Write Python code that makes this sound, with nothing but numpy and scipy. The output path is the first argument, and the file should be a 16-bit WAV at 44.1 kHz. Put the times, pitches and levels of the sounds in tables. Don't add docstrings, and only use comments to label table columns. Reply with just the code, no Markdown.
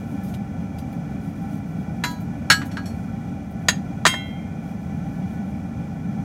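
import sys
import numpy as np
from scipy import signal
from scipy.fft import rfft, irfft
from scipy.io import wavfile
from scipy.ndimage import uniform_filter1d, minimum_filter1d

SR = 44100
rng = np.random.default_rng(int(sys.argv[2]) if len(sys.argv) > 2 else 0)


def wrap_up_sound(samples):
    columns = np.atleast_2d(samples).T
    tamed = np.clip(columns, -1, 1)
    steps = np.round(tamed * 32767).astype(np.int16)
    wavfile.write(sys.argv[1], SR, steps)


N = 275184

# frequency_hz, density_db
FRICTION_SPECTRUM = [(1500, -20), (3000, 4.5), (6000, -4.5), (9000, -4.5), (15000, -6)]


def undb(db):
    return 10 ** (np.asarray(db) / 20)


def decay(t, t60):
    return np.exp(-np.log(1000) * t / t60)


def add(track, start_s, sound):
    i = max(int(start_s * SR), 0)
    track[i:i + len(sound)] += sound[:N - i]


def freqs(size):
    return np.maximum(np.fft.rfftfreq(size, 1 / SR), 1)


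def colour(points, f, tilt_db=0):
    hz, db = np.transpose(points)
    return undb(np.interp(np.log(f), np.log(hz), db) + tilt_db * np.log2(np.maximum(f, 800) / 2000))


def shaped(x, gain):
    filtered = irfft(rfft(x) * gain, len(x))
    return filtered / np.sqrt(np.mean(filtered ** 2))


def furnace(level_db=-28, flutter_db=0.53, flutter_hz=6):
    # frequency_hz, density_db
    spectrum = [(22, -52), (45, -17), (90, -3.5), (130, -5), (225, -0.5), (340, -20), (450, -23.5),
                (730, -21), (950, -31.5), (2100, -45), (2800, -46.5), (4500, -51.5), (6100, -47.5),
                (7500, -53.5), (15000, -61.5)]
    # centre_hz, width_hz, boost_db
    resonances = [(163.5, 27.3, 3.5), (187, 14.6, 2.5), (230.4, 9.8, 1.5), (242.5, 18, -4),
                  (284.7, 24, 6.5), (795, 39, 10), (1358, 63, 12), (1484, 63, 15), (1736, 49, 13),
                  (1978, 153, 10.5), (2356, 210, 16), (2865, 170, 3.5), (3322, 86, 9.5), (5920, 36, 8)]
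    f = freqs(N)
    boost_db = sum(db * np.exp(-2 * ((f - hz) / width) ** 2) for hz, width, db in resonances)
    roar = shaped(rng.standard_normal(N), colour(spectrum, f) * undb(boost_db))
    flutter = shaped(rng.standard_normal(N), np.exp(-(f / flutter_hz) ** 2))
    return roar * undb(level_db + flutter_db * flutter)


def yard(x, level_db=-22.5, t60=0.2, delay_s=.012, dull_hz=6000):
    t = np.arange(SR) / SR
    echoes = shaped(rng.standard_normal(SR), 1 / np.hypot(1, freqs(SR) / dull_hz))
    echoes = echoes * decay(t, t60) * (t > delay_s)
    return undb(level_db) * signal.fftconvolve(x, echoes / np.sqrt(np.sum(echoes ** 2)))[:N]


def rubbing(grain_db=3.5, tilt_db=2, fitful_db=4.5, fitful_hz=9):
    # time_s, level_db
    contour = [(0, -62.5), (.33, -61), (.45, -76), (1.1, -70), (1.22, -60), (1.55, -71.5), (4.9, -75),
               (5.15, -69), (6.24, -83)]
    f = freqs(N)
    slips = rng.standard_normal(N) * undb(grain_db * np.minimum(rng.exponential(size=N), 2 * np.pi))
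    fits = shaped(rng.standard_normal(N), np.exp(-(f / fitful_hz) ** 2))
    level_db = np.interp(np.arange(N) / SR, *np.transpose(contour)) + fitful_db * fits
    return undb(level_db) * shaped(slips, colour(FRICTION_SPECTRUM, f, tilt_db))


def plate_pitches(count=56):
    return np.linspace(2400, 15300, count) + rng.uniform(-110, 110, count)


def overtones(pitches, t60, tilt_db, spread_db=5):
    # frequency_hz, level_db
    spectrum = [(2200, 6), (3500, -12), (6000, 3.5), (8000, -2), (11000, -1), (15000, -9)]
    t = np.arange(SR // 2) / SR
    phase, strength, life = rng.random((len(pitches), 3)).T[:, :, None]
    hz = pitches[:, None]
    gain = colour(spectrum, hz, tilt_db) * undb(2 * spread_db * strength)
    waves = gain * np.sin(2 * np.pi * (hz * t + phase)) * decay(t, t60 * (.5 + life))
    return np.pad(waves.sum(0) / np.sqrt(np.sum(gain ** 2) / 2), (0, SR - len(t)))


def scuffs(grain_db=2, firm_db=-47, ring_db=-3, ring_t60=0.1):
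    # start_s, level_db, length_s
    drags = [(0.228, -52, 0.034), (.339, -42, 0.013), (0.783, -45, 0.015), (0.926, -52, 0.0084),
             (2.102, -48, 0.023), (2.2, -55, .03), (2.65, -50.5, 0.029), (3.505, -56, 0.016)]
    friction, size = rubbing(), SR // 2
    t = np.arange(size) / SR
    for start_s, level_db, length_s in drags:
        tilt_db = 0.99 * (firm_db - level_db)
        slips = rng.standard_normal(size) * undb(grain_db * rng.exponential(size=size))
        grit = shaped(slips, colour(FRICTION_SPECTRUM, freqs(size), tilt_db))
        swell = 3 * t / length_s
        add(friction, start_s, undb(level_db) * swell * np.exp(1 - swell) * grit)
    body = overtones(plate_pitches(), ring_t60, tilt_db=4.5)
    ringing = signal.fftconvolve(friction, body / np.sqrt(np.sum(body ** 2)))[:N]
    return friction + undb(ring_db) * ringing


def ring(modes, t60_factor, tilt_db, sway_db=-2, sway_hz=3.2):
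    t = np.arange(SR) / SR
    out = 0
    for k, (hz, t60, db) in enumerate(modes):
        sway = sway_db * (-1) ** k * np.sin(2 * np.pi * sway_hz * np.sqrt(hz / 2000) * t)
        gain = undb(db + sway + tilt_db * np.log2(hz / 2000))
        out = out + (-1) ** k * gain * np.sin(2 * np.pi * hz * t) * decay(t, t60 * t60_factor)
    return out


def crash(outline, t60, tilt_db, treble_damping):
    t, f = np.arange(SR) / SR, freqs(SR)
    spectrum = rfft(shaped(rng.standard_normal(SR), colour(outline, f, tilt_db)))
    out = 0
    for hz in 125 * 2 ** np.arange(8):
        band = irfft(spectrum * np.maximum(1 - abs(np.log2(f / hz)), 0), SR)
        out = out + band * decay(t, t60 * (2000 / hz) ** treble_damping)
    return out


def contacts(hits, rebound, bounces, first_gap_s=.0075, restitution=.8):
    lands_on, ring_over_crash_db, crash_step_db, tilt_step_db = rebound
    for start_s, kind, ring_db, crash_db, tilt_db, chatters in hits:
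        yield start_s, kind, ring_db, crash_db, tilt_db
        for k in range(bounces if chatters else 0):
            start_s += first_gap_s * restitution ** k
            crash_db += crash_step_db
            tilt_db += tilt_step_db
            yield start_s, lands_on, ring_over_crash_db + crash_db, crash_db, tilt_db


def blows(hits, modes, outline, overtone_db, overtone_t60, crash_t60, treble_damping, contact_s):
    freedom = {"wall": 1.29, "rim": 0.73, "corner": 1, "full": 0.97, "empty": 1.2}
    out, pitches = np.zeros(N), plate_pitches()
    attack = 1 - np.exp(-np.arange(SR) / SR / contact_s)
    for start_s, kind, ring_db, crash_db, tilt_db in hits:
        upper = overtones(pitches, overtone_t60[kind] * freedom[kind], tilt_db)
        tones = ring(modes[kind], freedom[kind], tilt_db) + undb(overtone_db[kind]) * upper
        t60 = crash_t60 * 2 ** (-crash_db / 45)
        noise = crash(outline, t60, tilt_db, treble_damping)
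        add(out, start_s, attack * (undb(ring_db) * tones + undb(crash_db) * noise))
    return out


def tray():
    # pitch_hz, t60_s, wall_db, rim_db, corner_db
    tray_modes = [(790, .55, -42, -34, -60), (977, .24, -25, -35, -60), (1296, .32, -32, -16.5, -60),
                  (1420, .07, -29, -11, -60), (1497, .075, -36, -9, -60), (1647, .28, -30, -8, -60),
                  (1955, .18, -34, -27, -60), (2085, .1, -26, -24, -60), (2289, .08, -32, -16, -60),
                  (2735, .07, -31, -17, -60), (2955, .3, -47, -18, -60), (3314, .17, -34, -26, -48),
                  (3991, .22, -26, -15, -60), (4342, .28, -38, -11, -41), (4583, .2, -40, -30, -60),
                  (4727, .3, -54, -28, -62), (4872, .17, -35, -29, -60), (5405, .15, -39, -16, -56),
                  (5507, .15, -46, -32, -39), (5655, .24, -54, -31, -47), (6528, .2, -33, -33, -64),
                  (6700, .11, -44, -21, -60), (7021, .085, -48, -21, -60), (7140, .22, -39, -34, -55),
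                  (7525, .16, -41, -35, -62), (7695, .2, -54, -38, -47), (9480, .1, -48, -24, -66),
                  (10988, .28, -66, -35, -70), (11832, .16, -37, -46, -75), (12286, .12, -56, -32, -64)]
    # start_s, place, ring_db, crash_db, tilt_db_per_octave, chatters
    hits = [(2.0378, "wall", -3, -18.5, 0.5, False), (2.5004, "rim", -1, -9.5, -.5, True),
            (2.6165, "wall", -26, -30, -3.5, False), (2.7138, "corner", -14, -42, 1, False),
            (2.7690, "rim", -26, -27, -5.5, False), (2.8565, "corner", -8, -46, 1.5, False)]
    # place, ring_over_crash_db, crash_step_db, tilt_step_db_per_octave
    rebound = ("corner", 13.4, -2, 2.1)
    # frequency_hz, density_db
    crash_spectrum = [(150, 6), (400, -11), (900, -2.5), (1500, 10.5), (2500, -1), (4500, -6), (6100, -14),
                      (7000, -10.5), (9500, -20.5), (15000, -50)]
    overtone_db = {"wall": -34.5, "rim": -19, "corner": -40}
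    hz, t60, *levels = np.transpose(tray_modes)
    modes = {place: list(zip(hz, t60, db)) for place, db in zip(("wall", "rim", "corner"), levels)}
    return blows(contacts(hits, rebound, bounces=3), modes, crash_spectrum, overtone_db,
                 overtone_t60={"wall": .13, "rim": .13, "corner": .22},
                 crash_t60=0.06, treble_damping=0.09, contact_s=0.00058)


def mould():
    # pitch_hz, t60_s, level_db
    full_modes = [(635, .06, -20), (996, .06, -15), (1426, .04, -17), (1770, .045, -11), (1850, .04, -7),
                  (2742, .07, -21), (3290, .13, -26), (3970, .075, -18), (4884, .055, -16),
                  (6513, .11, -22), (6653, .06, -18), (7000, .06, -23), (7684, .06, -26), (9406, .1, -33),
                  (10186, .09, -35), (12850, .08, -38), (13790, .1, -42)]
    # pitch_hz, t60_s, level_db
    empty_modes = [(1033, .2, -23), (1493, .58, -32), (1996, .5, -27), (2126, .66, -27), (2731, .33, -27),
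                   (3193, .52, -23), (3278, .45, -28), (3749, .22, -28), (3963, .45, -36), (4772, .17, -29),
                   (5399, .22, -33), (6538, .22, -29), (7887, .17, -27), (8648, .12, -29), (8909, .11, -27),
                   (8995, .13, -28), (9745, .25, -42), (12189, .25, -46), (12760, .27, -52),
                   (13941, .3, -52), (14070, .25, -52)]
    # start_s, state, ring_db, crash_db, tilt_db_per_octave, chatters
    hits = [(3.6845, "full", -1, -8.5, 1.5, True), (4.0525, "full", -1, -5.5, -1.5, False),
            (4.0635, "empty", -3, -6, 1.5, True), (4.1390, "full", -18, -30, -4.5, False)]
    # state, ring_over_crash_db, crash_step_db, tilt_step_db_per_octave
    rebound = ("full", -20, -8.5, 2.2)
    # frequency_hz, density_db
    crash_spectrum = [(150, -16), (400, -2.5), (650, -8), (850, -4), (1700, 3.5), (2500, -5), (4500, -8),
                      (5700, -17), (7000, -8), (10000, -31), (15000, -39)]
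    overtone_db = {"full": -29, "empty": -28.5}
    modes = {"full": full_modes, "empty": empty_modes}
    return blows(contacts(hits, rebound, bounces=2), modes, crash_spectrum, overtone_db,
                 overtone_t60={"full": .08, "empty": .16},
                 crash_t60=0.042, treble_damping=0.092, contact_s=0.00053)


def scene(blow_db=2.0):
    work = undb(blow_db) * (tray() + mould()) + scuffs()
    return (work + yard(work) + furnace())[None]


def limiter(x, limit_db, release_db_per_s):
    headroom_db = np.minimum(limit_db - 20 * np.log10(np.abs(x) + 1e-9), 0)
    ahead_db = minimum_filter1d(headroom_db, size=24)
    recovery_db = release_db_per_s * np.arange(N) / SR
    gain_db = np.minimum.accumulate(ahead_db - recovery_db, axis=-1) + recovery_db
    return x * undb(uniform_filter1d(gain_db, size=24))


def record(dry, limit_db=4, ceiling=1.13, top_hz=15850):
    held = limiter(dry, limit_db, release_db_per_s=1500)
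    rounded = ceiling * np.tanh(held / ceiling)
    return signal.sosfilt(signal.ellip(10, .2, 80, top_hz, fs=SR, output="sos"), rounded)


dry = scene()
out = record(dry)
wrap_up_sound(out)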